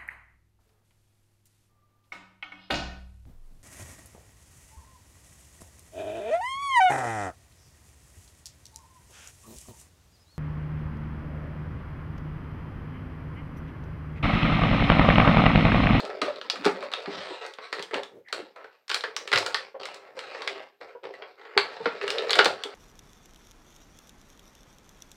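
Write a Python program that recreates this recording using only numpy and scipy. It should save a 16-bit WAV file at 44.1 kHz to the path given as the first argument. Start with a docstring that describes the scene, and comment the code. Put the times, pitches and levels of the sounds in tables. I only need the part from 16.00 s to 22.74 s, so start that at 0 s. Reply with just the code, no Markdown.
"""A clear plastic packaging tray is flexed and turned over a table while a toy is pried out of it.
Creases buckle with sharp snaps: short noise bursts that make the sheet and nearby facets ring.
Fingers rub, squeak and pop small wrinkles; the toy rustles and bumps; wide panels flop with a hollow note.
A small living room answers with a short noise tail, over faint air and hiss.
The phone's microphone clips anything beyond full scale."""
import sys
import numpy as np
from scipy import signal
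from scipy.fft import rfft, irfft, next_fast_len
from scipy.io import wavfile
from scipy.ndimage import uniform_filter1d, map_coordinates

SR = 44100
rng = np.random.default_rng(int(sys.argv[2]) if len(sys.argv) > 2 else 0)


def waveform_to_disk(signal):
    """Save audio, clipped to [-1, 1], as 16-bit WAV at the path in sys.argv[1]."""
    frames = np.transpose(np.atleast_2d(signal))
    scaled = np.clip(frames, -1, 1) * 32767
    samples = np.round(scaled).astype(np.int16)
    wavfile.write(sys.argv[1], SR, samples)


N = 297366

# All event levels are relative: band balances and the final mix still act on them.
# Brightness is in steps: below 0 is duller, above 0 is brighter.

# The tray's broad colour: f/Hz, level/dB
TRAY_COLOUR = [(35, -51), (60, -31), (160, -29.5), (217, -24), (301, -15.5), (417, 8), (579, -5.5),
               (1010, -2.5), (1140, 1.5), (3190, -4.5), (4320, -5.5), (6430, -21), (7940, -20.5),
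               (12500, -40.5), (16000, -38)]
# The tray's resonances: f/Hz, width/Hz, height/dB
TRAY_RESONANCES = [(397.3, 106, -9), (4550, 2130, 3)]
# Narrow rings of the moulded shell: f/Hz
SHELL_RINGS = [715, 807, 900, 1126, 1313, 1402, 1564, 1655, 1916, 1975, 2900, 3940]
SHELL_WIDTH_HZ, SHELL_DB = 7.5, 4
# Edges of the body, mid, crack and fizz bands: f/Hz
BAND_EDGES = [70, 700, 2500, 5500, 16000]

# Fingers pressing and working the sheet: start t/s, length t/s, level/dB, brightness/steps
FINGER_STROKES = [(0, 0.16, -42, -4), (0.209, 0.066, -35, -2.5), (0.353, 0.14, -47, -2),
                  (0.524, 0.33, -40, 0), (0.912, 0.26, -43, -1), (1.718, 0.09, -38.5, 1),
                  (1.926, 0.029, -32, -3.5), (2.327, 0.065, -41.5, -1), (2.909, 0.041, -35, 6.5),
                  (3.035, 0.32, -47, -2), (3.326, 0.1, -29.5, 2), (3.457, 0.17, -42.5, 2),
                  (3.794, 0.14, -42.5, 1), (4.388, 0.21, -41.5, -0.5), (4.803, 0.029, -48, -4.5),
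                  (5.028, 0.044, -44.5, -8), (5.13, 0.16, -53.5, -5.5), (5.595, 0.37, -43.5, -1),
                  (6.018, 0.4, -34.5, -1), (6.353, 0.13, -37, -8)]
# How body, mid and crack bands answer a stroke: level/dB at brightness 0, change/dB per step
STROKE_BALANCE = [(1.5, -1), (-3.5, 0.5), (-8, 0)]
STROKE_ATTACK_S = 0.005
RELEASE_S = 0.048  # letting go, for strokes and slides alike

# Creases buckling: t/s, level/dB, brightness/steps (wide panels dull, tight creases bright),
# facet ring f/Hz, extra fizz level/dB
CREASE_SNAPS = [(0.002, -41.5, 5, 4170, -8), (0.05, -44.5, 2.5, 1120, -2), (0.099, -45.5, -1.5, 1870, -5),
                (0.216, -28.5, 1, 1210, -4), (0.2289, -44, -6.5, 1280, 7), (0.359, -55.5, 8.5, 4160, -17),
                (0.413, -42.5, 4, 1560, -18), (0.499, -31.5, 7, 5100, -10.5), (0.556, -42, -1, 1220, 1),
                (0.645, -35, 0.5, 1520, 0), (0.652, -30, 2.5, 1480, -5), (0.661, -30, -1, 1250, 2.5),
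                (0.671, -38, -6.5, 860, -6), (0.825, -42.5, -3, 1060, 4), (0.916, -44.5, 2, 1120, -5),
                (0.926, -43, 3, 3980, -9), (0.936, -32.5, 5, 3750, -15), (1.058, -41.5, 0.5, 784, -12),
                (1.463, -57.5, 7.5, 860, -1.5), (1.537, -59, 10.5, 3280, -13), (1.584, -46, -3, 1040, -9),
                (1.7266, -32.5, 0.5, 1880, -2.5), (1.793, -43, 3.5, 1860, -9), (1.8249, -44, 5.5, 3340, -3),
                (1.909, -47.5, -3.5, 1980, 7), (1.941, -33, 1, 2800, -3.5), (2.033, -44.5, 5, 3440, -6.5),
                (2.2848, -55.5, 2.5, 1880, -7.5), (2.326, -32.5, 2, 1430, 0.5), (2.56, -53, -2, 960, 3),
                (2.642, -51, -3.5, 1490, 1), (2.88, -52.5, 3.5, 5340, 4), (2.8941, -41.5, 4.5, 1590, -2.5),
                (2.8989, -33, 3, 1610, -7), (2.914, -31.5, 2.5, 1570, -7), (2.944, -29.5, 5.5, 3950, -3.5),
                (3.008, -50.5, 11, 3900, -18), (3.037, -33, -1, 1720, -4), (3.164, -35, 4, 5740, 1),
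                (3.275, -39.5, 2.5, 2790, -1.5), (3.3162, -31.5, 0.5, 2100, -5),
                (3.3275, -25.5, 1, 2040, -5.5), (3.333, -24.5, 0.5, 1470, -1.5),
                (3.358, -26.5, 4.5, 2000, -12), (3.375, -27.5, 4, 4860, -4.5), (3.384, -37, 3, 2070, 6.5),
                (3.462, -35, 3.5, 1430, 1), (3.544, -26, 3, 1850, -9), (3.745, -64, -10, 805, -11),
                (3.832, -44.5, 5.5, 2780, -18), (3.854, -40.5, 3, 2130, -1.5), (3.944, -61.5, 6, 800, 7),
                (4.19, -41.5, 3.5, 1850, -6.5), (4.347, -45, -2.5, 1810, -7), (4.419, -39, 2, 1060, -8),
                (4.475, -31.5, 3.5, 2020, -10), (4.8105, -49.5, -2.5, 764, -3), (5.037, -52, -5.5, 840, 13),
                (5.052, -52.5, -2, 830, -6), (5.137, -51, -3, 1930, 3), (5.221, -46.5, -0.5, 3240, -27),
                (5.413, -57.5, 0.5, 1840, -24), (5.451, -53, -1, 1920, -24), (5.5756, -19, 2.5, 4490, -10),
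                (5.856, -29.5, -2.5, 1360, -31), (6.012, -37, 0, 2740, -13), (6.078, -33, 2.5, 2880, -5),
                (6.103, -34, 5.5, 2850, -8), (6.183, -42, 12.5, 3800, -31), (6.294, -32.5, 4, 4070, -20),
                (6.306, -28, 5.5, 4230, -4), (6.331, -27.5, 6.5, 3600, -19), (6.3541, -30.5, 0, 3230, 5),
                (6.3862, -29, 2.5, 1150, -15), (6.3889, -15, 0.5, 1430, -14), (6.445, -32, 7, 4700, -3),
                (6.456, -29, 6, 790, -10), (6.458, -29.5, -3.5, 820, -3), (6.6361, -38.5, 7.5, 3470, -11.5)]
# How body, mid, crack and fizz bands answer a snap: level/dB at brightness 0, change/dB per step
SNAP_BALANCE = [(-7, -3), (2, -1), (-4.5, 1.0364), (-14, 2.5)]
# Fading of the snap's push in the body, mid, crack and fizz bands: t/s to fall by 17 dB
SNAP_FADES = [0.005, 0.0075, 0.0035, 0.0041]
# Steps of brightness that halve a snap's rise and run: wide panels give way slowly
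QUICKEN_STEPS = 4.8
# Direct sound over room sound, and its rise per step: small facets beam at the microphone
DIRECT_DB, BEAM_DB = 2, 0.33
# The room's fading: f/Hz, time to fall by 60 dB t/s
ROOM_FADES = [(150, 0.42), (450, 0.16), (1100, 0.24), (3000, 0.21), (8000, 0.24)]

# The toy bumping inside the tray: t/s, centre f/Hz, level/dB
TOY_BUMPS = [(0.031, 253, -44), (0.216, 273, -32), (0.658, 230, -25), (1.075, 231, -37),
             (1.792, 190, -51.5), (1.951, 277, -38), (2.422, 278, -48.5), (3.331, 119, -40),
             (5.799, 171, -50), (5.857, 243, -37.5), (6.458, 217, -43)]
# Panels flopping over: t/s, settled pitch f/Hz, level/dB
PANEL_FLOPS = [(.28, 588, -26), (.658, 404, -15), (.83, 603, -33), (1.076, 396, -32), (1.305, 347, -35.5),
               (2.39, 368, -40), (3.743, 513, -37.5), (4.171, 500, -37), (4.95, 487, -38.5),
               (5.565, 412.4, -21.5), (5.803, 436, -32), (5.859, 458.4, -23), (6.389, 373.5, -22.5),
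               (6.459, 472, -28), (6.653, 406, -33.5)]
# Fingertips squeaking and groaning: start t/s, end t/s, first f/Hz, last f/Hz, level/dB
FINGER_SQUEAKS = [(0.549, 0.66, 268, 245, -43.5), (1.091, 1.25, 241, 201, -51),
                  (2.094, 2.24, 403, 467, -47.5), (2.242, 2.328, 1996, 1850, -49),
                  (2.288, 2.334, 1026, 790, -53), (3.798, 4.695, 514.5, 553, -53.5)]
# The toy and palm sliding on smooth plastic: start t/s, length t/s, level/dB, brightness/steps
PLASTIC_SLIDES = [(1.083, 0.27, -35.5, 3.5), (1.395, 0.061, -35.5, 1.5), (1.603, 0.044, -39.5, 3),
                  (2.548, 0.056, -46, -4), (2.697, 0.049, -58.5, 3), (3.916, 0.18, -51, -3),
                  (4.147, 0.23, -39, 2.5), (4.86, 0.029, -48, -2), (5.194, 0.04, -50.5, -9.5),
                  (5.365, 0.31, -47, -4), (5.617, 0.98, -45, 0.5), (6.55, 0.28, -43.5, 1.5)]
# How body, mid and crack bands answer a slide: level/dB at brightness 0, change/dB per step
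SLIDE_BALANCE = [(-1.5, -1), (-3, -0.5), (-9.5, 1)]
SLIDE_SWELL_S = 0.031  # a slide gathers speed gradually

TOP_HZ = 16200  # upper cutoff of the microphone


def undb(db):
    """Turn decibels into gain."""
    return 10 ** (np.asarray(db) / 20)


def unit(x):
    """Scale to an energy of one."""
    return x / np.sqrt(np.sum(x ** 2))


def along(table, hz):
    """Read (Hz, value) rows on a log-frequency axis."""
    f, value = np.transpose(table)
    return np.interp(np.log(hz + 1), np.log(f), value)


def add(out, s, x):
    """Mix x into out from time s."""
    i = max(int(s * SR), 0)
    out[i:i + len(x)] += x[:max(len(out) - i, 0)]


def bandpass(x, order, edges_hz):
    """Keep only the sound between two frequencies."""
    return signal.sosfilt(signal.butter(order, edges_hz, "band", fs=SR, output="sos"), x)


def waver(length, size=96):
    """Quick random unsteadiness with a spread of about one."""
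    return np.sqrt(size) * uniform_filter1d(rng.standard_normal(length), size=size)


def quiet(air_db=-80, hiss_db=-94, sizzle_db=-88):
    """Faint room air and microphone hiss, with a thin sizzle at the top."""
    air = unit(bandpass(rng.standard_normal(N), 1, [250, 1500]))
    sizzle = unit(bandpass(rng.standard_normal(N), 2, [12500, 14000]))
    hiss = undb(hiss_db) * rng.standard_normal(N)
    return np.sqrt(N) * (undb(air_db) * air + undb(sizzle_db) * sizzle) + hiss


def sheet(lo_hz, hi_hz, size=2048):
    """The tray's response to a tap within one band: broad colour plus resonances."""
    hz = np.fft.rfftfreq(size, 1 / SR) + 1
    modes = list(TRAY_RESONANCES) + [(f, SHELL_WIDTH_HZ, SHELL_DB) for f in SHELL_RINGS]
    peaks = sum(height / (1 + (2 * (hz - f) / width) ** 2) for f, width, height in modes)
    gain = undb(along(TRAY_COLOUR, hz) + peaks)
    gain = gain / np.sqrt((1 + (lo_hz / hz) ** 12) * (1 + (hz / hi_hz) ** 12))
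    # fold the cepstrum so that the response starts at once and never before the tap
    cepstrum = irfft(np.log(gain + gain.max() * 1e-4))
    cepstrum[1:size // 2] *= 2
    cepstrum[size // 2 + 1:] = 0
    return unit(irfft(np.exp(rfft(cepstrum))))


def tilted(balance, db, brightness):
    """Band levels of one event: brightness tips the common balance."""
    balance_db, db_per_step = np.transpose(balance)
    return db + balance_db + brightness * db_per_step


def pressure(t, strokes, balance, attack_s):
    """Gains of the body, mid and crack bands as strokes take hold, hold and let go."""
    power = 0
    for s, length_s, db, brightness in strokes:
        hold = np.clip((t - s) / attack_s, 0, 1)
        let_go = np.exp(-np.maximum(t - s - length_s, 0) / RELEASE_S)
        power = power + np.outer(undb(tilted(balance, db, brightness)), hold * let_go) ** 2
    return np.sqrt(power)


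def wander(x, depth_db, moves_per_s=12, count=48):
    """A moving contact point drives other modes: each narrow band swells and fades on its own."""
    size = next_fast_len(N, True)
    spectrum, hz = rfft(x, size), np.fft.rfftfreq(size, 1 / SR)
    centres = np.geomspace(BAND_EDGES[0], BAND_EDGES[-1], count)
    position = np.arange(N) / SR * moves_per_s
    out = 0
    for share in np.eye(count):
        walk = map_coordinates(rng.standard_normal(SR // 100), [position], order=1)
        narrow = irfft(spectrum * along(np.c_[centres, share], hz), size)[:N]
        out = out + undb(depth_db * np.minimum(walk, 1)) * narrow
    return out


def friction(slips_per_s, spread_db, hiss_db, patchy_db):
    """Catch and slip: many small ticks over a smooth hiss."""
    happens = rng.random(N) < slips_per_s / SR
    size_db = spread_db * np.minimum(rng.exponential(size=N), 4)
    slips = happens * undb(size_db) * rng.choice([-1, 1], N)
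    force = unit(slips) + undb(hiss_db) * unit(rng.standard_normal(N))
    return np.sqrt(N) * unit(wander(force, patchy_db))


def driven(bands, force, strokes, balance, attack_s, fizz_db):
    """A rubbing force, shaped by the hand's pressure, sounds through the bands of the sheet."""
    t = np.arange(N) / SR
    coarse = t[::64]  # pressure changes slowly enough to compute sparsely
    gains = [np.interp(t, coarse, gain) for gain in pressure(coarse, strokes, balance, attack_s)]
    gains.append(gains[-1] * undb(fizz_db))  # the fizz follows the crack band
    return sum(gain * signal.oaconvolve(force, band)[:N] for band, gain in zip(bands, gains))


def rubbing(bands):
    """Fingers catch and slip on the sheet: a coarse, uneven crinkle."""
    force = friction(slips_per_s=300, spread_db=3.0, hiss_db=-8.5, patchy_db=5.0)
    force = wander(force, depth_db=3.5, moves_per_s=20, count=16)
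    force = np.sqrt(N) * unit(force)
    return driven(bands, force, FINGER_STROKES, STROKE_BALANCE, STROKE_ATTACK_S, fizz_db=-18.5)


def facet(t, hz, q=11.0, ring_db=7):
    """The facet beside a crease rings for a few cycles and colours its sound."""
    decay = np.pi * hz / q
    response = undb(ring_db) * 2 * decay / SR * np.cos(2 * np.pi * hz * t) * np.exp(-decay * t)
    response[0] += 1  # the push itself passes straight through
    return response


def wrinkles(bands, per_s=40, level_db=-5, spread_db=1.5, brightness=1, fade_s=0.0055):
    """Small wrinkles pop at random, as loud as the hand presses, each with its own facet."""
    t = np.arange(SR // 50) / SR
    out = np.zeros(N)
    step_s = 0.002
    times = np.arange(0, N / SR, step_s)
    chance, size = rng.random(len(times)), rng.standard_normal(len(times))
    levels = tilted(SNAP_BALANCE, level_db, brightness)
    response = sum(undb(db) * band for db, band in zip(levels, bands))
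    mid_pressure = pressure(times, FINGER_STROKES, STROKE_BALANCE, STROKE_ATTACK_S)[1]
    strength = mid_pressure * undb(spread_db * size) * np.sqrt(SR / 100)
    pops = chance < per_s * step_s
    for s, gain in zip(times[pops], strength[pops]):
        noise = rng.standard_normal(len(t)) * np.exp(-t / fade_s)
        push = signal.fftconvolve(noise, facet(t, rng.uniform(BAND_EDGES[1], BAND_EDGES[3])))
        add(out, s, gain * signal.fftconvolve(unit(push), response))
    return out


def burst(envelope, evenness=0.33, size=32, count=2):
    """A dry crack: noise following the envelope, with its spectrum's peaks and gaps partly evened."""
    x = envelope * rng.standard_normal(len(envelope))
    for _ in range(count):
        spectrum = rfft(x)
        flat = irfft(spectrum / np.abs(spectrum) ** evenness, len(x))
        loudness = np.sqrt(np.abs(uniform_filter1d(flat ** 2, size)) + 1e-12)
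        x = flat * envelope / loudness
    return x


def room(gap_s=0.001, build_s=0.0016, early_s=0.03, size=16384):
    """Table and chest reflect unevenly first, then the walls blur into a tail, longest in the bass."""
    t, hz = np.arange(size) / SR, np.fft.rfftfreq(size, 1 / SR)
    unevenness = np.abs(rng.standard_normal(size)) ** np.exp(-t / early_s)
    echoes = rfft(rng.standard_normal(size) * unevenness)
    onset = 1 - np.exp(-np.maximum(t - gap_s, 0) / build_s)
    centres, t60s = np.transpose(ROOM_FADES)
    tail = 0
    for t60, share in zip(t60s, np.eye(len(ROOM_FADES))):
        fade = unit(onset * np.exp(-np.log(1000) * t / t60))
        tail = tail + irfft(echoes * along(np.c_[centres, share], hz)) * fade
    return unit(tail)


def snaps(bands, rise_s=0.00047, run_s=0.0021, after_db=-14, after_s=0.0084, size=2048):
    """A crease runs for a moment, the sheet rings out, and tiny wrinkles follow."""
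    t = np.arange(size) / SR
    out = np.zeros(N)
    for s, level_db, brightness, facet_hz, fizz_db in CREASE_SNAPS:
        slow = 2 ** (-brightness / QUICKEN_STEPS)
        rise = (1 - np.exp(-t / (rise_s * slow))) ** 2
        after = undb(after_db) * np.exp(-t / after_s)
        colour, crack = facet(t, facet_hz), 0
        levels = tilted(SNAP_BALANCE, level_db, brightness)
        levels[-1] += fizz_db
        for band, db, fade_s in zip(bands, levels, SNAP_FADES):
            run = np.exp(-np.maximum(t - run_s * slow, 0) / (fade_s / 2))
            push = burst(rise * np.hypot(run, after))
            ringing = signal.fftconvolve(signal.fftconvolve(push, colour), band)
            crack = crack + undb(db) * unit(ringing)
        crack = crack * np.sqrt(SR / 100)  # energy as if spread over a hundredth of a second
        add(out, s, undb(DIRECT_DB + BEAM_DB * brightness) * crack)
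        # the tray keeps moving, so each snap meets the walls by other paths
        add(out, s, signal.fftconvolve(crack, room()))
    return out


def bumps(spread=1.276, fade_s=0.015):
    """The toy knocks against the tray: a short, rough thud with no clear pitch."""
    t = np.arange(SR // 5) / SR
    out = np.zeros(N)
    for s, hz, db in TOY_BUMPS:
        thud = bandpass(burst(np.exp(-t / fade_s)), 3, [hz / spread, hz * spread])
        add(out, s, undb(db) * np.sqrt(SR * fade_s) * unit(thud))
    return out


def flops(rise_s=0.0022, swing_s=0.021, sag=0.023, rough=0.065, overtone_db=-10):
    """A wide panel swings for a few cycles; its note sags, and the stiffening sheet adds overtones."""
    t = np.arange(SR // 5) / SR
    out = np.zeros(N)
    for s, hz, db in PANEL_FLOPS:
        pitch = hz * (1 + sag * np.exp(-t / swing_s) + rough * waver(len(t)))
        phase = 2 * np.pi * np.cumsum(pitch) / SR
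        note = sum(undb(overtone_db * k) * np.sin((k + 1) * phase) for k in range(3))
        swing = (1 - np.exp(-t / rise_s)) * np.exp(-(t / swing_s) ** 2)
        add(out, s, np.sqrt(2) * undb(db) * note * swing)
    return out


def squeak(jitter=3.8):
    """Uneven stick-slip gives broken, gliding tones: low rough groans and high thin squeaks."""
    out = np.zeros(N)
    for start, end, first_hz, last_hz, db in FINGER_SQUEAKS:
        size = int((end - start) * SR)
        glide = np.linspace(first_hz, last_hz, size)
        hz = glide + jitter * np.sqrt(glide) * waver(size)
        grip = np.hanning(size) * np.abs(1 + .5 * waver(size, size=256))
        add(out, start, 2 * undb(db) * grip * np.sin(2 * np.pi * np.cumsum(hz) / SR))
    return out


def sliding(bands, low_hz=320, top_hz=9500):
    """Sliding without buckling: a fine, bright rustle that swells, with little bass."""
    force = friction(slips_per_s=560, spread_db=0.5, hiss_db=-6, patchy_db=5.0)
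    rustle = driven(bands, force, PLASTIC_SLIDES, SLIDE_BALANCE, SLIDE_SWELL_S, fizz_db=-13.5)
    return bandpass(rustle, 3, [low_hz, top_hz])


def scene():
    """Mix every source, heard directly and through the room, over the quiet background."""
    bands = [sheet(lo, hi) for lo, hi in zip(BAND_EDGES, BAND_EDGES[1:])]
    background = quiet()
    hands = rubbing(bands) + wrinkles(bands) + squeak() + sliding(bands)
    cracks = snaps(bands)  # these already include their room sound
    knocks = bumps() + flops()
    near = undb(-4.5) * hands + knocks
    far = signal.fftconvolve(undb(-9.0) * hands + undb(-4.5) * knocks, room())[:N]
    return (cracks + near + far + background)[None]


def record(dry, low_hz=70):
    """The microphone clips at full scale; then rumble and the extreme treble are cut."""
    clipped = np.clip(dry, -1, 1)
    no_rumble = signal.sosfilt(signal.butter(2, low_hz, "high", fs=SR, output="sos"), clipped)
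    return signal.sosfilt(signal.ellip(8, .2, 70, TOP_HZ, fs=SR, output="sos"), no_rumble)


dry = scene()
out = record(dry)
waveform_to_disk(out)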